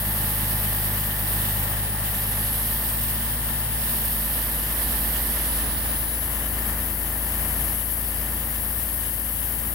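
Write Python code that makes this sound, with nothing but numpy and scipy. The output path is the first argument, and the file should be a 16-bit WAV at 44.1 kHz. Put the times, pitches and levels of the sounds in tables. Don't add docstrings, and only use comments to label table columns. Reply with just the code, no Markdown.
import sys
import numpy as np
from scipy import signal
from scipy.fft import rfft, irfft, next_fast_len
from scipy.io import wavfile
from scipy.ndimage import map_coordinates

SR = 44100
rng = np.random.default_rng(int(sys.argv[2]) if len(sys.argv) > 2 else 0)


def unload_wav(signal):
    wavfile.write(
        sys.argv[1],
        SR,
        np.round(np.clip(np.atleast_2d(signal).T, -1, 1) * 32767).astype(np.int16),
    )


N = 429534
FFT_SIZE = next_fast_len(N)
BIN_HZ = np.fft.rfftfreq(FFT_SIZE, 1 / SR)
CYLINDERS = 6

# t/s, load (1 labouring, 0.5 easing, 0 running free)
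ENGINE_LOAD = [(0, 1), (2.1, 1), (2.7, .5), (4, .5), (5.4, 0), (9.74, 0)]
# f/Hz, left-right likeness (0 unrelated, 1 alike)
ENGINE_LIKENESS = [(60, 0.41), (130, 0.75), (290, 0.99), (640, 1), (1100, 0.85), (1700, 0.25), (3000, 0.49),
                   (8000, 0.14)]


def from_db(db):
    return np.exp(np.asarray(db) * (np.log(10) / 20))


def rms_one(x):
    return x / np.sqrt(np.mean(x ** 2) + 1e-20)


def in_time(rows):
    times, *columns = np.transpose(rows)
    return np.array([np.interp(np.arange(N) / SR, times, c) for c in columns])


def in_hz(rows):
    hz, *columns = np.transpose(rows)
    return np.array([np.interp(np.log(BIN_HZ + 1), np.log(hz), c) for c in columns])


def shaped(x, gain):
    return rms_one(irfft(rfft(x, FFT_SIZE) * gain, FFT_SIZE)[..., :N])


def drift(rate_hz, hop=40):
    r = np.exp(-2 * np.pi * hop * rate_hz / SR)
    slow = signal.lfilter([1], [1, -2 * r, r * r], rng.standard_normal(N // hop + 2002))[2000:]
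    return np.interp(np.arange(N) / hop, np.arange(len(slow)), rms_one(slow))


def tone(turns, db):
    return -np.sqrt(2) * from_db(db) * np.sin(2 * np.pi * turns)


def at_ears(pair, spectrum, likeness):
    # f/Hz, lead of the left/rad
    left_lead = [(20, 0), (1150, -0.5), (1700, 0.52), (2700, -1.5), (3500, -3), (4700, -6), (7300, -6),
                 (9200, -8), (10100, -3.5), (11000, -5.5), (13200, -6.5), (16000, -8.5)]
    alike = np.clip(likeness, 0, 1)
    mid, side = rfft(pair, FFT_SIZE)
    ears = np.sqrt(1 + alike) * mid + np.sqrt(1 - alike) * side * [[1], [-1]]
    ears = ears * from_db(in_hz(spectrum)) * np.exp(1j * in_hz(left_lead) * [[0], [-1]])
    return rms_one(irfft(ears, FFT_SIZE)[:, :N])


def load_blend():
    load = in_time(ENGINE_LOAD)[0]
    labouring, free = np.maximum(2 * load - 1, 0), np.maximum(1 - 2 * load, 0)
    return np.array([labouring, 1 - labouring - free, free])


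def frame_gain():
    # f/Hz, width/Hz, lift/dB
    modes = [(820, 14, 3), (891, 8, 5), (1000, 45, 3.5), (1740, 50, 3)]
    return 1 + sum((from_db(db) - 1) / (1 + 2j * (BIN_HZ - hz) / width) for hz, width, db in modes)


def exhaust_hum(firings, firing_db=-32.0, waver_db=0.83, throb_db=0.24):
    # t/s, level/dB
    octave = [(0, -35), (1.5, -33), (2.4, -35), (2.8, -39), (3.7, -36), (4.3, -47), (5.6, -56), (5.9, -47),
              (9.74, -43.5)]
    # multiple of the cycle rate, labouring/dB, easing/dB, running free/dB
    partials = [(15, -46.5, -52, -49), (16, -57, -43.5, -52), (17, -49.5, -60, -60), (18, -42.5, -54, -60),
                (20, -53, -58, -55), (22, -50.5, -57, -58), (23, -51, -60, -60), (24, -44.5, -44.5, -47.5),
                (26, -49.5, -46, -51.5), (28, -56, -51, -55.5), (36, -56, -55, -50.5),
                (58, -64, -56, -54.5), (75, -64, -60, -54.5), (95, -55, -66, -66), (99, -67, -59, -70),
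                (102, -55, -68, -68), (112, -64, -58, -64), (224, -52, -62, -70)]
    blend, cycles = load_blend(), firings / CYLINDERS
    hum = tone(firings, firing_db + throb_db * drift(7.2))
    hum += tone(2 * firings, in_time(octave)[0] + throb_db * drift(1.5))
    for multiple, *levels_db in partials:
        level_db = np.array(levels_db) @ blend + waver_db * drift(1.6)
        offset = rng.random() * (multiple % CYLINDERS > 0)
        hum += tone(multiple * cycles + offset, level_db)
    return irfft(rfft(hum, FFT_SIZE) * frame_gain(), FFT_SIZE)[:N]


def cooling_fan(load, db_per_hz=0.2, load_db=-11, waver_db=0.6):
    # t/s, f/Hz
    blade_rate = [(0, 84), (1.5, 82.7), (3.4, 63.5), (5, 67.8), (6.2, 79.6), (7.1, 82), (7.7, 83.8),
                  (8.3, 83), (9.74, 75.7)]
    blade_hz = in_time(blade_rate)[0]
    level_db = -42 + db_per_hz * (blade_hz - 79) + load_db * load
    return tone(np.cumsum(blade_hz) / SR, level_db + waver_db * drift(3.1))


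def pump(firings, trim_db=-1.0, waver_db=0.6):
    # multiple of the firing rate, level/dB
    partials = [(5.14, -50), (7.71, -55.5)]
    # t/s, gain/dB
    effort = [(0, -11), (4, -8), (5.2, 1), (9.74, -0.5)]
    effort_db = in_time(effort)[0] + trim_db
    return sum(tone(multiple * firings, db + effort_db + waver_db * drift(2.3))
               for multiple, db in partials)


def cycle_noise(firings, repeat_share, uneven_db=3.0, size=4800, above_partial=28):
    partials = rfft(rng.standard_normal((2, size)))
    high = np.arange(partials.shape[1]) > above_partial
    uneven = from_db(uneven_db * rng.standard_normal(partials.shape[1]))
    pattern = rms_one(irfft(high * partials / np.abs(partials) * uneven))
    place = (firings / CYLINDERS * size).astype(int) % size
    fresh = rng.standard_normal((2, N))
    return np.sqrt(repeat_share) * pattern[:, place] + np.sqrt(1 - repeat_share) * fresh


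def jolts(firings, depth_db):
    accents = [-.6, .3, 1.1, 0, -1, .6]
    cylinder = firings.astype(int) % CYLINDERS
    swell = np.sin(np.pi * np.sqrt(firings % 1)) ** 2
    return from_db(swell * (depth_db + np.array(accents)[cylinder]))


def exhaust_roar(firings):
    # f/Hz, relative level/dB
    spectrum = [(20, -25), (40, 1), (65, -1.5), (100, 3.5), (140, -1), (220, -3), (300, -11.5),
                (420, -14.5), (900, -30)]
    eddies = cycle_noise(firings, repeat_share=.15)
    return at_ears(eddies * jolts(firings, depth_db=0), spectrum, in_hz(ENGINE_LIKENESS))


def block_clatter(firings):
    # f/Hz, relative level/dB
    spectrum = [(100, 0), (190, 2), (300, 0), (400, -5), (560, 0.6), (700, 0.5), (1020, -2.5), (1130, -1.5),
                (1350, -4), (1580, -1.5), (1750, 1), (1950, -1), (2200, -5.5), (3000, -15), (4500, -22)]
    contacts = cycle_noise(firings, repeat_share=.66) * jolts(firings, depth_db=3.5)
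    return at_ears(shaped(contacts, frame_gain()), spectrum, in_hz(ENGINE_LIKENESS))


def steel_rattle(firings, surge_db=2.6):
    # f/Hz, left/dB, right/dB
    spectrum = [(900, -7, -28), (1740, 9, 2), (2340, -7, -1), (3050, 12, 11), (3820, -38, 6),
                (4470, -11, -8), (6250, -1.5, -3.5), (7240, 0.5, 1), (12000, -1, -10)]
    shaking = jolts(firings, depth_db=1.5) * from_db(surge_db * drift(15.6))
    return at_ears(rng.standard_normal((2, N)) * shaking, spectrum, in_hz(ENGINE_LIKENESS))


def cover_ring(firings, ring_hz=1806, width_hz=110):
    resonance = 1 / (1 + 2j * (BIN_HZ - ring_hz) / width_hz) ** 2
    contacts = cycle_noise(firings, repeat_share=.5) * jolts(firings, depth_db=5)
    return shaped(contacts, resonance)


def slack_knocks(firings, uneven_db=1.5):
    # place in the cycle/firings, strength labouring/dB, strength otherwise/dB
    parts = [(1.25, -28, -35), (2, -31, -38), (3.03, -40, -28), (4.7, -29, -42)]
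    # f/Hz, width/Hz, gain/dB
    modes = [(1360, 250, -7.5), (1733, 116, -5.5)]
    labouring, clicks, ringing = load_blend()[0], np.zeros(N), np.zeros(N)
    for place, labouring_db, otherwise_db in parts:
        strikes = np.flatnonzero(np.diff(np.floor((firings - place) / CYLINDERS)))
        strength_db = otherwise_db + (labouring_db - otherwise_db) * labouring[strikes]
        clicks[strikes] += from_db(strength_db + uneven_db * rng.standard_normal(len(strikes)))
    for hz, width, db in modes:
        r, w = np.exp(-np.pi * width / SR), 2 * np.pi * hz / SR
        mode = signal.lfilter([0, np.sin(w)], [1, -2 * r * np.cos(w), r * r], clicks + 1e-18)
        ringing += from_db(db) * mode
    return ringing


def wandering_peak(hiss, width_hz=750, peak_db=-8.0, rest_db=-2.0):
    # t/s, f/Hz
    centre = [(0, 11550), (1.6, 11650), (1.9, 10900), (2.45, 12100), (3.2, 11000), (3.55, 11600),
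              (3.8, 11000), (4.15, 12000), (5.25, 11800), (5.6, 11000)]
    carrier = np.exp(2j * np.pi * np.cumsum(in_time(centre)[0]) / SR)
    r = np.exp(-np.pi * width_hz / SR)
    peak = 2 * np.real(carrier * signal.lfilter([1 - r], [1, -r], hiss / carrier))
    return from_db(rest_db) * hiss + from_db(peak_db) * peak


def head_turn(right):
    # t/s, lag/samples
    lag = [(0, 0.5), (1.6, 0.7), (1.85, 1.8), (2.02, 1.6), (2.25, -0.6), (2.5, -0.6), (2.9, 0.8),
           (3.72, 1.7), (3.95, 0.7), (4.6, -0.4), (5.15, 0.3), (5.8, -2.1), (6.05, -1.9), (6.35, 0.1),
           (9.74, 0.5)]
    return map_coordinates(right, [np.arange(N) - in_time(lag)[0]], order=5, mode="nearest")


def air_hiss(top_from_hz=12520, left_top_db=-27, flutter_db=0.53):
    # f/Hz, left/dB, right/dB
    spectrum = [(1500, -40, -28), (2950, -23, -8), (5550, -28, -12.5), (6280, -24.5, -25),
                (7420, -23.5, -21), (8200, -17.5, -10), (9600, -13, -1.5), (10200, -6, .5),
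                (11600, .8, -1.5), (12300, -1.5, -2.5), (13100, -8, -3), (13800, -3.5, -2.5),
                (15500, -2.2, -5), (15900, -8, -12)]
    # f/Hz, left/dB, right/dB
    trunk_colour = [(6200, 1.5, -2), (8740, 2, -2.5), (9600, -8, -4), (10200, 9.5, -3.5), (11230, 3, -2.5),
                    (12500, 5, -8.5), (13500, -8, -7), (14800, 5, -15)]
    # t/s, gain/dB
    left_fader = [(0, -28.5), (.76, -27.5), (1.2, -29), (1.44, -25.9), (1.8, -29.5), (2.25, -28),
                  (2.55, -27), (3.12, -26.8), (3.28, -29), (3.54, -26.5), (3.66, -28.5), (3.88, -26),
                  (4.15, -26), (4.4, -28.5), (5.25, -28), (5.56, -26), (5.78, -30), (5.92, -25.5),
                  (6.95, -26.5), (7.65, -24), (8.4, -27), (9, -25), (9.74, -26)]
    # t/s, gain/dB
    right_fader = [(0, -30), (.2, -27.5), (.52, -27), (.64, -28.5), (.88, -27), (1.06, -30), (1.42, -26.5),
                   (1.68, -30.5), (2.15, -29.5), (2.65, -27), (3.64, -30.5), (3.84, -27), (4.42, -27.5),
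                   (4.66, -30.5), (4.82, -26.5), (5.45, -27), (5.85, -29.5), (6.05, -32.5), (6.46, -36),
                   (6.58, -34), (7, -36.5), (7.24, -34), (7.68, -34), (7.84, -37), (8.05, -35),
                   (9.74, -37.5)]
    # t/s, level against the body/dB
    right_top_fader = [(0, -3.5), (3.1, -2.5), (3.58, -7.5), (3.8, -2.5), (5.1, -2), (6.05, -1),
                       (6.8, -5.5), (9.74, -6)]
    jet = at_ears(rng.standard_normal((2, N)), spectrum, likeness=0.72)
    trunk = behind_trunk()
    top = np.clip((BIN_HZ - top_from_hz) / 400, 0, 1)
    bands = []
    for ear, colour in zip(jet, from_db(in_hz(trunk_colour))):
        for band in (1 - top, top):
            bands.append((1 - trunk) * shaped(ear, band) + trunk * shaped(ear, band * colour))
    left_body, left_top, right_body, right_top = bands
    left_body = trunk * left_body + (1 - trunk) * wandering_peak(left_body)
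    left = from_db(in_time(left_fader)[0]) * left_body + from_db(left_top_db) * left_top
    right = right_body + from_db(in_time(right_top_fader)[0]) * right_top
    right *= from_db(in_time(right_fader)[0])
    return np.array([left, head_turn(right)]) * from_db(flutter_db * drift(24.0))


def behind_trunk(from_s=5.3, to_s=6.3):
    return np.clip((np.arange(N) / SR - from_s) / (to_s - from_s), 0, 1)


def scene(first_firing_s=.0128, hum_pan_db=0.26, clatter_pan_db=-0.66, surge_db=0.5):
    # t/s, firing rate/Hz
    speed = [(0, 52.5), (.8, 51.65), (1.4, 51.35), (2.1, 51.75), (2.7, 53.85), (3, 54.1), (3.6, 54.1),
             (4.6, 54.3), (5, 54.6), (5.6, 54.56), (6.6, 54.8), (9.74, 54.9)]
    # t/s, gain/dB
    swell = [(0.0, -1), (0.22, 0.25), (0.92, 0), (1.15, -1.5), (1.4, 0.65), (1.92, -1.5), (2.37, -0.06),
             (3.67, -1.1), (4.7, 0.5), (4.87, 1.7), (5.92, 0.7), (6.05, -1.5), (6.7, 1.3), (6.97, -1),
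             (7.62, 1.7), (7.82, -2.5), (8.22, -0.6), (9.32, -3.5), (9.72, -1)]
    firing_hz, swell_db, load = in_time(speed)[0], in_time(swell)[0], in_time(ENGINE_LOAD)[0]
    firings = np.cumsum(firing_hz) / SR - first_firing_s * firing_hz[0]
    block_db = swell_db + surge_db * drift(8.5)
    shade_db = -2.5 * behind_trunk() * [[0], [1]]
    hum = from_db(swell_db) * (exhaust_hum(firings) + cooling_fan(load) + pump(firings))
    hum = hum * from_db([[hum_pan_db], [-hum_pan_db]])
    roar = from_db(-41 + 2 * load + 1.1 * swell_db) * exhaust_roar(firings)
    clatter = from_db(-37.5 + 1.5 * load + 1.22 * block_db) * block_clatter(firings)
    clatter *= from_db([[clatter_pan_db], [-clatter_pan_db]])
    rattle = from_db(-42 + 0.8 * load + block_db + shade_db) * steel_rattle(firings)
    ring = from_db(-53.5 + 9.5 * load + block_db) * cover_ring(firings)
    knocks = from_db(1.22 * swell_db) * slack_knocks(firings)
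    return hum + roar + clatter + rattle + ring + knocks + air_hiss()


def record(dry, cutoff_hz=15850):
    return signal.sosfilt(signal.ellip(12, .1, 90, cutoff_hz, fs=SR, output="sos"), dry)


dry = scene()
out = record(dry)
unload_wav(out)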